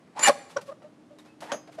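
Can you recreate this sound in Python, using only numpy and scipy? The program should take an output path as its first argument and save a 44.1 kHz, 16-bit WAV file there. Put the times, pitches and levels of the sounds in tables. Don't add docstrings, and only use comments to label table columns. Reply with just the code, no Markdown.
import sys
import numpy as np
from scipy import signal
from scipy.fft import rfft, irfft
from scipy.io import wavfile

SR = 44100
rng = np.random.default_rng(int(sys.argv[2]) if len(sys.argv) > 2 else 0)


def dump_mix(stems):
    frames = np.atleast_2d(stems).T
    limited = np.clip(frames, -1, 1)
    pcm = np.round(limited * 32767).astype(np.int16)
    wavfile.write(sys.argv[1], SR, pcm)


N = 79380

# time_s, level_db
BOLT_FRICTION = [(.12, -69.5), (.165, -60.5), (.188, -46), (.195, -36), (.206, -36.5), (.226, -30.5),
                 (.236, -24), (.25, -25), (.272, -21), (.287, -20), (.299, -27.5), (.306, -60),
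                 (.32, -87.5)]
# frequency_hz, density_db
SCRAPE_SPECTRUM = [(100, -20.5), (550, -6.5), (1150, 2.5), (3500, -6.5), (8600, -8), (10500, -8),
                   (12400, -22), (13800, -59.5)]
# frequency_hz, gain_db
BOLT_MODES = [(2050, 3.5), (2360, 8), (4350, 2), (4720, 5), (6020, -2), (8210, 7), (10300, 3.5),
              (14550, 31)]
# peak_s, half_length_s, pitch_hz, wander_hz, level_db
FRICTION_SQUEALS = [(.196, .0039, 7080, 140, -33), (.220, .012, 7070, 70, -34.5),
                    (.237, .012, 10740, 90, -32), (.239, .01, 7180, 24, -16.5),
                    (.254, .017, 2868, 25, -23.5), (.262, .011, 7130, 40, -21),
                    (.264, .0087, 1765, 30, -21), (.571, .0036, 5530, 330, -36.5),
                    (.5722, .003, 1450, 100, -27), (1.194, .009, 3800, 110, -58),
                    (1.305, .028, 2590, 4, -65)]
# peak_s, rise_s, fall_s, pitch_hz, glide_octaves_per_s, level_db,
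# second_harmonic_drop_db, roughness (0-1)
GATE_CREAKS = [(.181, 0.017, 0.034, 867, 3, -34.5, 59, 0.53), (.286, 0.011, 0.0065, 787, -1, -15, 21, .25),
               (.300, 0.014, 0.011, 563.3, -5.5, -16, 5, 0.15),
               (.5705, 0.0057, 0.0068, 537, -1, -22, 8, 0.25),
               (.578, 0.0063, 0.018, 502.4, 0.5, -34.5, 3.5, .45),
               (.699, 0.014, 0.0095, 556.5, -2.5, -35, 8.5, .16),
               (.724, 0.0094, 0.007, 594, -5.5, -38.5, 8.5, .2),
               (.848, 0.0066, 0.029, 600.5, 1.5, -44.5, 23, .12),
               (1.111, 0.0062, 0.038, 582, -0.5, -50.5, 20, 0.18),
               (1.433, 0.0023, 0.0024, 685, -3, -38.5, 24, 0.7),
               (1.512, .022, 0.0088, 902, 1.5, -38, 7.5, 0.38),
               (1.530, 0.004, 0.019, 605, -1, -30.5, 26, 0.39),
               (1.697, 0.015, 0.0085, 710, 1.5, -49, 22, 0.34),
               (1.791, 0.0078, 0.01, 673, 3.5, -34.5, 38, 0.29)]
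# frequency_hz, density_db
RASP_SPECTRUM = [(120, -28), (380, -16), (1100, 5), (1500, 5), (2600, 1.5), (4400, -3.5), (7000, -10),
                 (10500, -17), (13500, -41)]
# start_s, wood_db, click_db, click_tilt_db_per_octave, steel_db
GATE_KNOCKS = [(.193, -34, -31.5, 4, -61), (0.2774, -21.5, -20, -1.5, -64), (0.282, -25, -20, 1.5, -66),
               (.2905, -18.5, -25, 0, -65), (1.4215, -41.5, -73, 0, -80), (1.518, -25, -26, 0, -66),
               (1.5218, -35.5, -31, -2, -39.5), (1.5425, -36, -43, -2, -72), (1.785, -43.5, -66, -10, -87)]
# pitch_hz, relative_db
BOARD_MODES = [(160, -9.5), (238, -1), (318, -2.5), (460, -3), (590, 12.5), (700, 7), (790, 5), (1250, 1.5),
               (1480, -4.5), (1850, 2.5)]
# pitch_hz, relative_db, t60_s
LATCH_MODES = [(5001, -15.5, .5), (5884, -10, 0.23), (6342, -2.5, .29), (6665, -3.5, 0.2),
               (6950, -7.5, .11), (10100, -9.5, 0.16), (11840, -25.5, 0.28), (13380, -33, .25),
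               (14600, -27.5, .14)]
# frequency_hz, density_db
CLICK_SPECTRUM = [(100, -11.5), (550, 5), (1800, 7), (2400, -1), (3200, 2.5), (6500, -7), (10500, -17),
                  (14000, -50)]
# start_s, rise_s, decay_s, level_db, tilt_db_per_octave
GRITTY_SCUFFS = [(.48, 0.03, 0.038, -51, -1), (0.61, 0.0025, 0.016, -47.5, 0.5),
                 (0.653, 0.018, 0.032, -55.5, 0.5), (.818, 0.0036, 0.029, -53, -5),
                 (1.186, 0.0007, 0.027, -53.5, 0), (1.244, 0.014, 0.041, -56, -2),
                 (1.405, 0.0012, 0.054, -47, 0.5), (1.419, 0.0044, 0.072, -42, -5),
                 (1.523, 0.0038, 0.028, -36, -5.5), (1.674, 0.0005, 0.012, -48.5, -3.5),
                 (1.71, 0.016, 0.059, -56, -0.5)]
# frequency_hz, density_db
GRIT_SPECTRUM = [(100, -12), (700, 7), (4500, -2), (11000, -10), (15500, -28.5)]
# frequency_hz, t60_s
YARD_DECAY = [(200, 1), (700, 0.682), (9000, 0.67), (15000, .35)]
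# time_s, level_db
HUM_LEVEL = [(.3, -78), (1.15, -58.5), (1.8, -56)]
# frequency_hz, density_db
RUMBLE_SPECTRUM = [(30, -39), (60, -16), (160, -2), (270, -4.5), (500, -11), (1600, -24), (10000, -40.5),
                   (15000, -60.5)]

BOLT_WIDTH_HZ, LIGHT_TILT_DB_PER_OCTAVE = 170, -6.5
PITCH_JITTER, RASP_DB = .22, -6
SLIP_DECAY_CYCLES = .41
BOARD_T60_S, BOARD_DAMPING = .084, .23
TAIL_DB, FENCE_DB, FENCE_T60_S, ECHO_DELAY_S = -22.5, -16, .1, .011
SQUEAL_SEND_DB, CREAK_SEND_DB = -6, -2
HUM_HZ, RUMBLE_DB = 307.4, -56
LOW_CUT_HZ, HIGH_CUT_HZ = 110, 15650


def bolt_scrape():
    friction = level(BOLT_FRICTION)
    grit = grains() * amp(2.6 * wander(rate_hz=350))
    steel = grit + sum(amp(db) * signal.lfilter(*signal.iirpeak(hz, hz / BOLT_WIDTH_HZ, fs=SR), grit)
                       for hz, db in BOLT_MODES)
    bright = coloured(steel, SCRAPE_SPECTRUM)
    dull = coloured(steel, SCRAPE_SPECTRUM, LIGHT_TILT_DB_PER_OCTAVE)
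    pressure = np.sqrt(friction / friction.max())
    return friction * (pressure * bright + (1 - pressure) * dull)


def friction_squeal(peak_s, half_length_s, pitch_hz, wander_hz, level_db):
    cycles = np.cumsum(pitch_hz + wander_hz * wander(rate_hz=80 + 5 * wander_hz)) / SR
    tone = unit(np.sin(2 * np.pi * cycles))
    flutter_db = 1.5 * wander(rate_hz=240)
    return amp(level_db + flutter_db) * swell(peak_s, half_length_s, half_length_s) * tone


def gate_creak(peak_s, rise_s, fall_s, pitch_hz, glide, level_db, drop_db, roughness):
    octaves = np.clip(glide * (clock() - peak_s), -1, 1)
    slip_hz = pitch_hz * 2 ** octaves * (1 + PITCH_JITTER * roughness * wander(rate_hz=350))
    cycles = np.cumsum(slip_hz) / SR
    tone = unit(sum(amp(-drop_db * k ** 1.6) * np.cos(2 * np.pi * (k + 1) * cycles) for k in range(3)))
    slips = np.exp(-(cycles % 1) / SLIP_DECAY_CYCLES)
    rasp = amp(RASP_DB) * roughness * coloured(slips * rng.standard_normal(N), RASP_SPECTRUM)
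    flutter = 1 + .5 * roughness * wander(rate_hz=640)
    return amp(level_db) * swell(peak_s, rise_s, fall_s) * (tone * flutter + rasp)


def gate_knock(start_s, wood_db, click_db, tilt, steel_db):
    noise = coloured(rng.standard_normal(N), CLICK_SPECTRUM, tilt)
    click = burst(start_s, rise_s=.0012, decay_s=.0056) * noise
    damped_modes = [(hz, db, BOARD_T60_S * (600 / hz) ** BOARD_DAMPING) for hz, db in BOARD_MODES]
    boards = amp(wood_db) * ring(start_s, damped_modes)
    latch = amp(steel_db) * ring(start_s, LATCH_MODES)
    return boards + amp(click_db) * click + latch


def scuff(start_s, rise_s, decay_s, level_db, tilt):
    envelope = amp(level_db + 1.52 * wander(rate_hz=400)) * burst(start_s, rise_s, decay_s)
    return envelope * coloured(grains(), GRIT_SPECTRUM, tilt)


def yard_echo(sound):
    hz, t, spectra = signal.stft(rng.standard_normal(N), SR, nperseg=256)
    decay = amp(-60 * t / at_frequency(YARD_DECAY, hz)[:, None])
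    tail = signal.istft(spectra * decay, SR, nperseg=256)[1][:N]
    sparse_reflections = rng.standard_normal(N) * (rng.random(N) < .03)
    fence = sparse_reflections * amp(-60 * clock() / FENCE_T60_S)
    arrived = clock() > ECHO_DELAY_S
    response = sum(amp(db) * part * arrived / np.linalg.norm(part * arrived)
                   for db, part in [(TAIL_DB, tail), (FENCE_DB, fence)])
    return signal.fftconvolve(sound, response)[:N]


def faint_hum():
    cycles = np.cumsum(HUM_HZ + 1.7 * wander(rate_hz=8.8)) / SR
    return level(HUM_LEVEL) * unit(np.sin(2 * np.pi * cycles))


def distant_rumble():
    return amp(RUMBLE_DB) * coloured(rng.standard_normal(N), RUMBLE_SPECTRUM)


def amp(db):
    return 10 ** (np.asarray(db) / 20)


def unit(x):
    return x / np.sqrt(np.mean(x ** 2) + 1e-20)


def clock():
    return np.arange(N) / SR


def level(points):
    return amp(np.interp(clock(), *np.transpose(points)))


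def at_frequency(points, hz):
    table_hz, values = np.transpose(points)
    return np.interp(np.log(hz + 1), np.log(table_hz + 1), values)


def coloured(x, spectrum, tilt=0):
    hz = np.fft.rfftfreq(N, 1 / SR)
    gain_db = at_frequency(spectrum, hz) + tilt * np.log2(np.maximum(hz, 500))
    return unit(irfft(rfft(x) * amp(gain_db), N))


def wander(rate_hz):
    hz = np.fft.rfftfreq(N, 1 / SR)
    return unit(irfft(rfft(rng.standard_normal(N)) * np.exp(-(hz / rate_hz) ** 2), N))


def grains():
    return rng.standard_normal(N) * amp(.5 * np.minimum(rng.exponential(1, N), 5))


def swell(peak_s, rise_s, fall_s):
    t = clock() - peak_s
    return np.exp(-(t / np.where(t < 0, rise_s, fall_s)) ** 2)


def burst(start_s, rise_s, decay_s):
    t = clock() - start_s
    return np.clip(t / rise_s, 0, 1) * np.exp(-np.maximum(t - rise_s, 0) / decay_s)


def ring(start_s, modes):
    t = np.maximum(clock() - start_s, 0)
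    ringing = sum((-1) ** k * amp(db - 60 * t / t60_s) * np.sin(2 * np.pi * hz * t)
                  for k, (hz, db, t60_s) in enumerate(modes))
    return ringing * np.sqrt(2) / np.linalg.norm([amp(db) for _, db, _ in modes])


def scene():
    squeals = sum(friction_squeal(*row) for row in FRICTION_SQUEALS)
    creaks = sum(gate_creak(*row) for row in GATE_CREAKS)
    contacts = bolt_scrape() + sum(gate_knock(*row) for row in GATE_KNOCKS)
    contacts += sum(scuff(*row) for row in GRITTY_SCUFFS)
    echo = yard_echo(contacts + amp(SQUEAL_SEND_DB) * squeals + amp(CREAK_SEND_DB) * creaks)
    return (contacts + squeals + creaks + echo + faint_hum() + distant_rumble())[None]


def record(dry):
    low_cut = signal.butter(2, LOW_CUT_HZ, "highpass", fs=SR, output="sos")
    band_limit = signal.firwin(511, HIGH_CUT_HZ, window=("kaiser", 9), fs=SR)
    return signal.oaconvolve(signal.sosfilt(low_cut, dry), band_limit[None], "same")


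dry = scene()
out = record(dry)
dump_mix(out)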